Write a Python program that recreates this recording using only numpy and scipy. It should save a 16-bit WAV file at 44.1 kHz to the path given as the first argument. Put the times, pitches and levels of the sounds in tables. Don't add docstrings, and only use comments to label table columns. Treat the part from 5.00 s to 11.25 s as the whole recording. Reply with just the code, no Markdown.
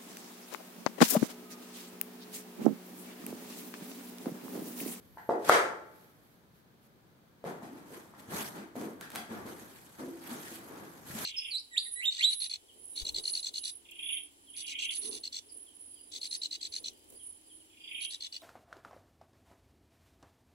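import sys
import numpy as np
from scipy import signal
from scipy.fft import rfft, irfft
from scipy.io import wavfile
from scipy.ndimage import uniform_filter1d

SR = 44100
rng = np.random.default_rng(int(sys.argv[2]) if len(sys.argv) > 2 else 0)


def wav_out(sig):
    wavfile.write(sys.argv[1], SR, np.round(np.clip(np.atleast_2d(sig).T, -1, 1) * 32767).astype(np.int16))


N = 275625
TIME = np.arange(N) / SR


def amp(db):
    return 10 ** (np.asarray(db) / 20)


def unit_rms(x):
    return x / np.sqrt(np.mean(x ** 2) + 1e-20)


def curve_at(points, hz):
    point_hz, value = np.transpose(points)
    return np.interp(np.log(hz + 1), np.log(point_hz + 1), value)


def envelope(time_s, level_db):
    return amp(np.interp(TIME, time_s, level_db, left=-140, right=-140))


def swells(rows):
    return sum(amp(db) * np.exp(-((TIME - centre_s) / half_s) ** 2) for centre_s, db, half_s in rows)


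def add(mix, start_s, sound):
    part = mix[round(start_s * SR):][:len(sound)]
    part += sound[:len(part)]


def coloured(x, spectrum):
    n = x.shape[-1]
    return irfft(rfft(x) * amp(curve_at(spectrum, np.fft.rfftfreq(n, 1 / SR))), n)


def mode(t, hz, t60_s, phase_cycles=0):
    return np.exp(-np.log(1000) * t / t60_s) * np.sin(2 * np.pi * (hz * t + phase_cycles))


# frequency_hz, correlation
COHERENCE = [(60, 0.13), (150, 0.82), (300, 0.78), (550, 0.37), (1000, -0.04), (1700, -0.22), (3000, 0),
             (16000, 0)]


def diffuse(pair):
    n = pair.shape[-1]
    mid, side = rfft(pair)
    angle = np.arccos(curve_at(COHERENCE, np.fft.rfftfreq(n, 1 / SR))) / 2
    mid, side = mid * np.cos(angle), side * np.sin(angle)
    return irfft(np.array([mid + side, mid - side]), n)


# frequency_hz, gain_db
HUSH_SPECTRUM = [(15, -59), (25, -21), (102, -5), (185, -3.5), (217, -5), (659, -15), (1020, -17),
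                 (1160, -19), (1440, -18.5), (1890, -23.5), (3820, -26.5), (8590, -38), (14400, -30.5),
                 (16000, -31.5)]


def hush(level_db=-63):
    return amp(level_db) * unit_rms(coloured(diffuse(rng.standard_normal((2, N))), HUSH_SPECTRUM))


# frequency_hz, t60_s
ROOM_DECAY = [(120, 1.4), (300, .8), (480, 0.66), (800, 0.56), (1400, 0.55), (2500, .43), (4000, 0.39),
              (8000, 0.39), (15000, 0.28)]
# frequency_hz, gain_db
ECHO_SPECTRUM = [(60, -20.5), (150, -11), (400, -1.5), (700, -4.5), (1000, -7), (1350, -2), (2000, 10.5),
                 (3000, 11), (6000, 8.5), (15000, 4.5)]
# pitch_hz, level_db, t60_s
ROOM_MODES = [(199.6, -70.5, 0.74), (336, -63.5, 0.52), (401.7, -68.5, 0.5), (463.6, -63.5, 0.48),
              (711, -62.5, 0.6), (870, -69.5, 0.97), (1270, -64.5, 0.35), (1360, -64, 0.71)]


def reverberation(x, wet_db, hold_s, early_db, first_s=0.0059, mixing_s=0.077, late_db=-20.5):
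    t = np.arange(SR) / SR
    density = np.minimum(0.018 + (t / mixing_s) ** 2, 1)
    arrivals = rng.random((2, SR)) < density
    reflections = diffuse(arrivals * rng.choice([-1., 1.], (2, SR)) / np.sqrt(density))
    hz, frame_s, bands = signal.stft(reflections, SR, nperseg=256)
    fade_db = -60 * np.maximum(frame_s - hold_s, 0) / curve_at(ROOM_DECAY, hz)[:, None]
    fade = np.hypot(amp(fade_db), amp(late_db + 0.45 * fade_db))
    colour = amp(curve_at(ECHO_SPECTRUM, hz)[:, None])
    tail = signal.istft(bands * fade * colour, SR, nperseg=256)[1][:, :SR]
    tail *= amp(early_db * np.maximum(1 - t / hold_s, 0)) * (t > first_s)
    tail /= np.sqrt(np.mean(np.sum(tail ** 2, axis=1)))
    for mode_hz, db, t60_s in ROOM_MODES:
        tail += amp(db) * mode(t, mode_hz, t60_s, phase_cycles=rng.random())
    return amp(wet_db) * signal.fftconvolve(x[None], tail, axes=1)[:, :N]


def friction(spectrum, grains_per_s, grain_share, judder_db):
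    slips = (rng.random((2, N)) < grains_per_s / SR) * rng.standard_normal((2, N))
    rush = rng.standard_normal((2, N))
    rub = np.sqrt(grain_share) * unit_rms(slips) + np.sqrt(1 - grain_share) * rush
    judder = unit_rms(uniform_filter1d(uniform_filter1d(rng.standard_normal(N), size=500), size=300))
    return unit_rms(coloured(diffuse(rub * amp(judder_db * judder)), spectrum))


# centre_s, level_db, half_width_s
ARM_MOVES = [(.03, -64.5, 0.21), (3.37, -57, 0.1), (3.85, -78, 0.28), (4.15, -82, 0.031),
             (4.42, -58.5, 0.23), (5.4, -69.5, 1), (6.18, -56.5, 0.125)]
# frequency_hz, gain_db
ARM_SPECTRUM = [(30, -52), (60, 2.5), (100, 11.5), (190, -3), (300, 4), (600, -7), (2000, -76)]


def arm_rumble():
    return friction(ARM_SPECTRUM, grains_per_s=200, grain_share=0.2, judder_db=2) * swells(ARM_MOVES)


# time_s, pitch_hz, level_db
SQUEAK_GLIDE = [(0.058, 14550, -76), (.11, 13000, -73), (.16, 12440, -71), (.23, 11850, -70),
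                (.28, 11600, -67), (0.321, 11700, -78)]
# centre_s, level_db, half_width_s
FINGER_BRUSHES = [(.07, -69, 0.83), (1.01, -65.5, 0.11), (1.281, -71.5, 0.13), (1.57, -70.5, 0.045),
                  (1.85, -69, 0.03)]
# frequency_hz, gain_db
FINGER_SPECTRUM = [(3000, -4), (9500, -13.5), (11500, -1.5), (13000, -4), (16000, -8)]


def fingertips(waver=0.0082, upper_ratio=1.06, upper_db=-4):
    time_s, hz, db = np.transpose(SQUEAK_GLIDE)
    jitter = unit_rms(uniform_filter1d(rng.standard_normal((2, N)), size=40))
    pitch_hz = np.interp(TIME, time_s, hz) * (1 + waver * jitter)
    phase = 2 * np.pi * np.cumsum(pitch_hz, axis=1) / SR
    squeak = np.sin(phase) + amp(upper_db) * np.sin(upper_ratio * phase)
    brush = friction(FINGER_SPECTRUM, grains_per_s=470, grain_share=0.2, judder_db=1)
    return brush * swells(FINGER_BRUSHES) + squeak * envelope(time_s, db)


def tick(t, fade_s, spectrum):
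    burst = rfft(rng.standard_normal(len(t)) * np.exp(-t / fade_s))
    whitened = irfft(burst / (abs(burst) + 1e-12), len(t)) * np.exp(-t / (2 * fade_s))
    envelope_rms = np.sqrt(np.mean(np.exp(-2 * t / fade_s)))
    return unit_rms(coloured(whitened, spectrum)) * envelope_rms


# start_s, level_db, fade_s
CORNER_SNAPS = [(2.441, -52, .0012), (3.755, -54, .0015), (3.814, -44, 0.002), (3.822, -49, .0015),
                (4.011, -37, 0.002), (4.103, -42.5, 0.003), (4.118, -45, 0.003), (4.151, -39.5, 0.005),
                (4.158, -30.5, 0.003), (5.276, -46, .0015), (5.295, -45, .0015), (5.539, -47, .0015),
                (6.169, -42, .002)]
# frequency_hz, gain_db
CARD_SPECTRUM = [(200, -15), (1200, 5), (3500, 1), (6000, -6), (12000, -1), (16000, -5)]


def corner_snaps():
    out, t = np.zeros(N), np.arange(SR // 20) / SR
    for start_s, db, fade_s in CORNER_SNAPS:
        add(out, start_s, amp(db) * tick(t, fade_s, CARD_SPECTRUM))
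    return out


def shifting_contact(x, depth_db):
    bands = signal.stft(x, nperseg=256)[2]
    patches = uniform_filter1d(rng.standard_normal(bands.shape[1:]), size=6, axis=0)
    patches = unit_rms(uniform_filter1d(patches, size=9, axis=1))
    return unit_rms(signal.istft(bands * amp(depth_db * patches), nperseg=256)[1][:, :N])


# start_s, rise_s, hold_s, relative_hiss_db, relative_scrape_db
BOOK_SCRAPES = [(0.454, 0.029, 0.0071, -67, -46.5), (2.445, 0.027, 0.018, -56.5, -49),
                (2.61, 0.015, .03, -61, -64), (2.879, 0.065, 0.018, -50.5, -58.5),
                (3.171, 0.025, 0.0072, -55, -63), (3.285, 0.037, 0.022, -45, -48),
                (3.325, 0.043, 0.047, -37, -49.5), (3.529, 0.026, 0.013, -56.5, -53.5),
                (3.749, 0.012, 0.1, -52.5, -54.5), (3.986, 0.024, 0.01, -58.5, -59.5),
                (4.105, 0.045, 0.0072, -47.5, -51.5), (4.281, 0.036, 0.075, -55.5, -52.5),
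                (4.423, 0.059, 0.01, -50.5, -54.5), (4.977, 0.016, 0.016, -53, -54),
                (5.19, 0.12, 0.041, -45.5, -53.5), (5.318, 0.12, 0.12, -47, -74),
                (5.652, 0.07, 0.11, -81, -58), (6.033, 0.063, 0.048, -48, -61),
                (6.108, 0.076, .08, -39.5, -52)]


def strokes(rise_db=16, hiss_fall_db_per_s=146, scrape_fall_db_per_s=99.5):
    hiss_power, scrape_power = np.zeros((2, N))
    for start_s, rise_s, hold_s, hiss_db, scrape_db in BOOK_SCRAPES:
        t = TIME - start_s
        onset_db = rise_db * np.minimum(t / rise_s - 1, 0)
        falling_s = np.maximum(t - rise_s - hold_s, 0)
        hiss_power += amp(hiss_db + onset_db - hiss_fall_db_per_s * falling_s) ** 2
        scrape_power += amp(scrape_db + onset_db - scrape_fall_db_per_s * falling_s) ** 2
    return np.sqrt(hiss_power), np.sqrt(scrape_power)


# time_s, relative_paper_db, relative_cloth_db
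RUSTLE_LEVELS = [(2.44, -87, -90), (2.751, -65, -55), (3.1, -70, -59), (3.95, -85, -60), (4.25, -74, -70),
                 (4.621, -56, -53.5), (4.9, -60, -60), (5.15, -61, -58), (5.7, -57, -50.5),
                 (6.25, -62.5, -57)]
# frequency_hz, gain_db
HISS_SPECTRUM = [(300, -22.5), (1500, 4.5), (3000, 2.5), (4500, -1), (5800, -1), (8300, -2), (9600, -3),
                 (11500, 2.5), (13500, -2.5), (16000, -10.5)]
SCRAPE_SPECTRUM = [(50, -23.5), (110, -2.5), (200, 9.5), (330, 8), (550, 2.5), (900, 4), (1450, -1),
                   (2200, -10), (4000, -20.5), (9000, -29.5)]


def scrapes():
    stroke_hiss, stroke_scrape = strokes()
    time_s, paper_db, cloth_db = np.transpose(RUSTLE_LEVELS)
    hiss_gain = np.hypot(amp(-2.5) * stroke_hiss, envelope(time_s, paper_db - 1))
    scrape_gain = np.hypot(amp(7.5) * stroke_scrape, envelope(time_s, cloth_db - 1.5))
    hiss = friction(HISS_SPECTRUM, grains_per_s=1000, grain_share=0.3, judder_db=1.4)
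    hiss = shifting_contact(hiss, depth_db=2.3)
    crackle = amp(-10.5) * friction(CARD_SPECTRUM, grains_per_s=380, grain_share=1, judder_db=1.5)
    scrape = friction(SCRAPE_SPECTRUM, grains_per_s=320, grain_share=0.067, judder_db=0.55)
    return (hiss + crackle) * hiss_gain + scrape * scrape_gain


# time_s, level_db
FLUTTER_LEVELS = [(.39, -65), (.442, -56), (0.45, -43), (0.476, -43), (0.495, -25.5), (0.512, -60.5)]
# frequency_hz, gain_db
PAPER_SPECTRUM = [(40, -36), (200, -9.5), (1200, 6.5), (3500, -2.5), (6000, -7.5), (8300, -12.5),
                  (12000, -11.5), (16000, -28)]


def page_flutter(body_db=3):
    edges = friction(HISS_SPECTRUM, grains_per_s=1500, grain_share=0.5, judder_db=1.5)
    body = friction(PAPER_SPECTRUM, grains_per_s=800, grain_share=0.5, judder_db=1.5)
    return unit_rms(edges + amp(body_db) * body) * envelope(*np.transpose(FLUTTER_LEVELS))


# start_s, level_db, pitch_hz
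HAND_THUDS = [(2.459, -43, 165), (3.331, -39.5, 178), (2.488, -45, 235), (3.584, -41.5, 205),
              (3.850, -42, 215), (4.191, -46, 228), (4.309, -37.5, 225), (5.313, -36.5, 245),
              (6.146, -41, 216)]


def hand_thuds(rise_s=0.004, fade_s=0.022):
    out, t = np.zeros(N), np.arange(SR // 5) / SR
    shape = (1 - np.exp(-t / rise_s)) * np.exp(-t / fade_s)
    for start_s, db, hz in HAND_THUDS:
        add(out, start_s, amp(db) * shape / shape.max() * np.sin(2 * np.pi * hz * t))
    return out


# start_s, relative_level_db, pitch_ratio
BOX_TOUCHES = [(4.989, -38, 1.05), (4.998, -30.5, .98), (5.009, -31.5, 1.03), (5.021, -33, .97),
               (5.036, -32, 1), (5.061, -33, 1.03), (5.079, -28, 1.02), (5.516, -36, .97)]
# base_pitch_hz, relative_level_db, t60_s
BOX_MODES = [(266, -1, 0.1), (342, 1, 0.12), (400, -6, .05), (485, -5.5, 0.06), (715, -15, .06)]


def box_bumps(contact_s=0.0023):
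    out, t = np.zeros(N), np.arange(SR // 3) / SR
    for start_s, db, pitch_ratio in BOX_TOUCHES:
        ring = sum(amp(mode_db) * mode(t, pitch_ratio * hz, t60_s) for hz, mode_db, t60_s in BOX_MODES)
        add(out, start_s, amp(db) * ring * (1 - np.exp(-t / contact_s)))
    return out


# start_s, relative_level_db, pitch_hz, decay_cycles, tick_re_ring_db
KNOCKS_AND_ECHOES = [(0.1725, -35, 900, 2, -24), (.1732, -41.5, 1330, 1, -32),
                     (0.2915, -19.5, 480, 0.65, -29), (0.2952, -21, 830, 1.4, -37.5),
                     (.3105, -23.5, 640, .7, -38), (.3277, -26, 560, .7, -38), (.3375, -28, 840, 2, -40),
                     (2.441, -29.5, 506, 0.7, -20), (2.462, -33.5, 720, 0.9, -25),
                     (2.622, -37, 736, 0.94, -16.5), (2.63, -37.5, 222, 0.62, -18),
                     (2.711, -40, 265, 1.9, -36), (2.762, -42.5, 704, 0.27, -13),
                     (2.906, -40.5, 376, 0.48, -40), (3.138, -44, 1000, 0.99, -16),
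                     (3.288, -35.5, 182, 0.22, -35), (3.570, -40, 311, 1.57, -7),
                     (3.755, -32.5, 500, 0.5, -37), (3.766, -30.5, 255, 1.4, -51),
                     (3.815, -29.5, 390, 0.37, -40), (4.015, -39.5, 1520, 1.4, -6.5),
                     (4.157, -31.5, 1350, 0.67, -14), (4.159, -45, 3450, 5.8, -19),
                     (4.158, -39, 750, 2, -30), (4.293, -39.5, 312, 0.6, -9), (4.331, -40, 335, 0.55, -19),
                     (4.455, -36.5, 357, 0.6, -40), (5.358, -48, 393, 1.7, -5),
                     (5.700, -40.5, 325, 0.81, -29), (5.811, -44.5, 300, 0.55, -26),
                     (6.099, -39.5, 151, 1.1, -28)]
# frequency_hz, gain_db
BOOK_RADIATION = [(25, -37), (60, -10.5), (110, 4.5), (180, 3.5), (1200, 4), (3000, -6), (16000, 0)]


def knocks_and_echoes(punch, firm_db=-29, contact_cycles=0.34, tick_s=0.0039):
    out, t = np.zeros(N), np.arange(SR // 8) / SR
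    for start_s, db, hz, decay_cycles, tick_db in KNOCKS_AND_ECHOES:
        cycles = hz * t
        contact = 1 - np.exp(-(cycles / contact_cycles) ** 2)
        ring = np.sin(2 * np.pi * cycles) * np.exp(-cycles / decay_cycles) * contact
        paper = amp(tick_db) * tick(t, tick_s, PAPER_SPECTRUM)
        boost_db = punch * max(db - firm_db, 0)
        add(out, start_s, amp(db + boost_db) * (ring / abs(ring).max() + paper))
    return coloured(out, BOOK_RADIATION)


# start_s, relative_level_db, pulse_hz, crack_re_pulse_db
SLAP_CONTACTS = [(.4890, -29.5, 870, 1.5), (.49535, 1, 950, -18), (0.5019, -23, 1180, -3)]
# frequency_hz, gain_db
COVER_RADIATION = [(40, 1), (130, -6), (280, -6), (400, 5), (560, 5), (800, 3.5), (1080, 6), (1320, 4),
                   (1600, -4), (2050, -10), (2600, -3.5), (3300, -4), (6000, -2.5), (12000, -.5),
                   (16000, -4)]


def book_slap(push_cycles=0.74, crack_s=0.0032):
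    out, t = np.zeros(N), np.arange(SR // 20) / SR
    for start_s, db, hz, crack_db in SLAP_CONTACTS:
        phase = 2 * np.pi * (hz * t - push_cycles)
        pulse = -phase * np.exp((1 - phase ** 2) / 2)
        crack = amp(crack_db) * tick(t, crack_s, PAPER_SPECTRUM)
        add(out, start_s, amp(db) * (pulse + crack))
    return coloured(out, COVER_RADIATION)


def near_path(x, gain_db=-4.5, bounce_db=-6, delay_s=0.0015):
    out = x.copy()
    add(out, delay_s, amp(bounce_db) * x)
    return amp(gain_db) * out


def scene():
    slap, knocks = book_slap(), knocks_and_echoes(punch=0)
    snaps, box, thuds = corner_snaps(), box_bumps(), hand_thuds()
    background = hush()
    slap_echo = reverberation(slap, wet_db=5.8, hold_s=0.05, early_db=-4)
    handling = knocks + amp(-12) * snaps + amp(-9.5) * (box + thuds)
    handling_echo = reverberation(handling, wet_db=9.5, hold_s=0.028, early_db=4)
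    punchy_knocks = knocks_and_echoes(punch=0.45)
    impacts = near_path(slap) + amp(-5) * punchy_knocks + snaps + amp(-4.5) * box + thuds
    rubbing = scrapes() + arm_rumble() + page_flutter() + fingertips()
    return background + rubbing + handling_echo + slap_echo + impacts


# centre_hz, width_hz, left_db, right_db
HOUSING_RESONANCES = [(1670, 150, 1.5, 3.5), (1920, 130, 1, -0.5), (2750, 170, -8.5, 0),
                      (3200, 110, -3.5, 3), (4450, 200, 4.5, -1), (6600, 410, 2.5, 4.5),
                      (7000, 140, -4.5, -4), (8300, 550, 5, -2), (10470, 720, -6, 3.5),
                      (11800, 250, -4.5, 0.5), (13800, 600, -1, -0.5)]
# frequency_hz, left_minus_right_db
PORT_BALANCE = [(100, 1.5), (500, 0.2), (2000, 2.6), (4500, -0.5), (8000, 6.5), (12000, -9.5), (16000, 2.5)]


def record(dry, ceiling=0.92, cutoff_hz=15800):
    hz = np.fft.rfftfreq(N, 1 / SR)
    housing_db = sum(np.outer(db, np.exp(-((hz - centre_hz) / width_hz) ** 2))
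                     for centre_hz, width_hz, *db in HOUSING_RESONANCES)
    lean_db = curve_at(PORT_BALANCE, hz) / 2
    heard = irfft(rfft(dry) * amp(housing_db + np.array([lean_db, -lean_db])), N)
    rounded = heard / (1 + (heard / ceiling) ** 8) ** (1 / 8)
    lowpass = signal.firwin(511, cutoff_hz, window=("kaiser", 9), fs=SR)
    return signal.oaconvolve(rounded, lowpass[None], "same")


dry = scene()
out = record(dry)
wav_out(out)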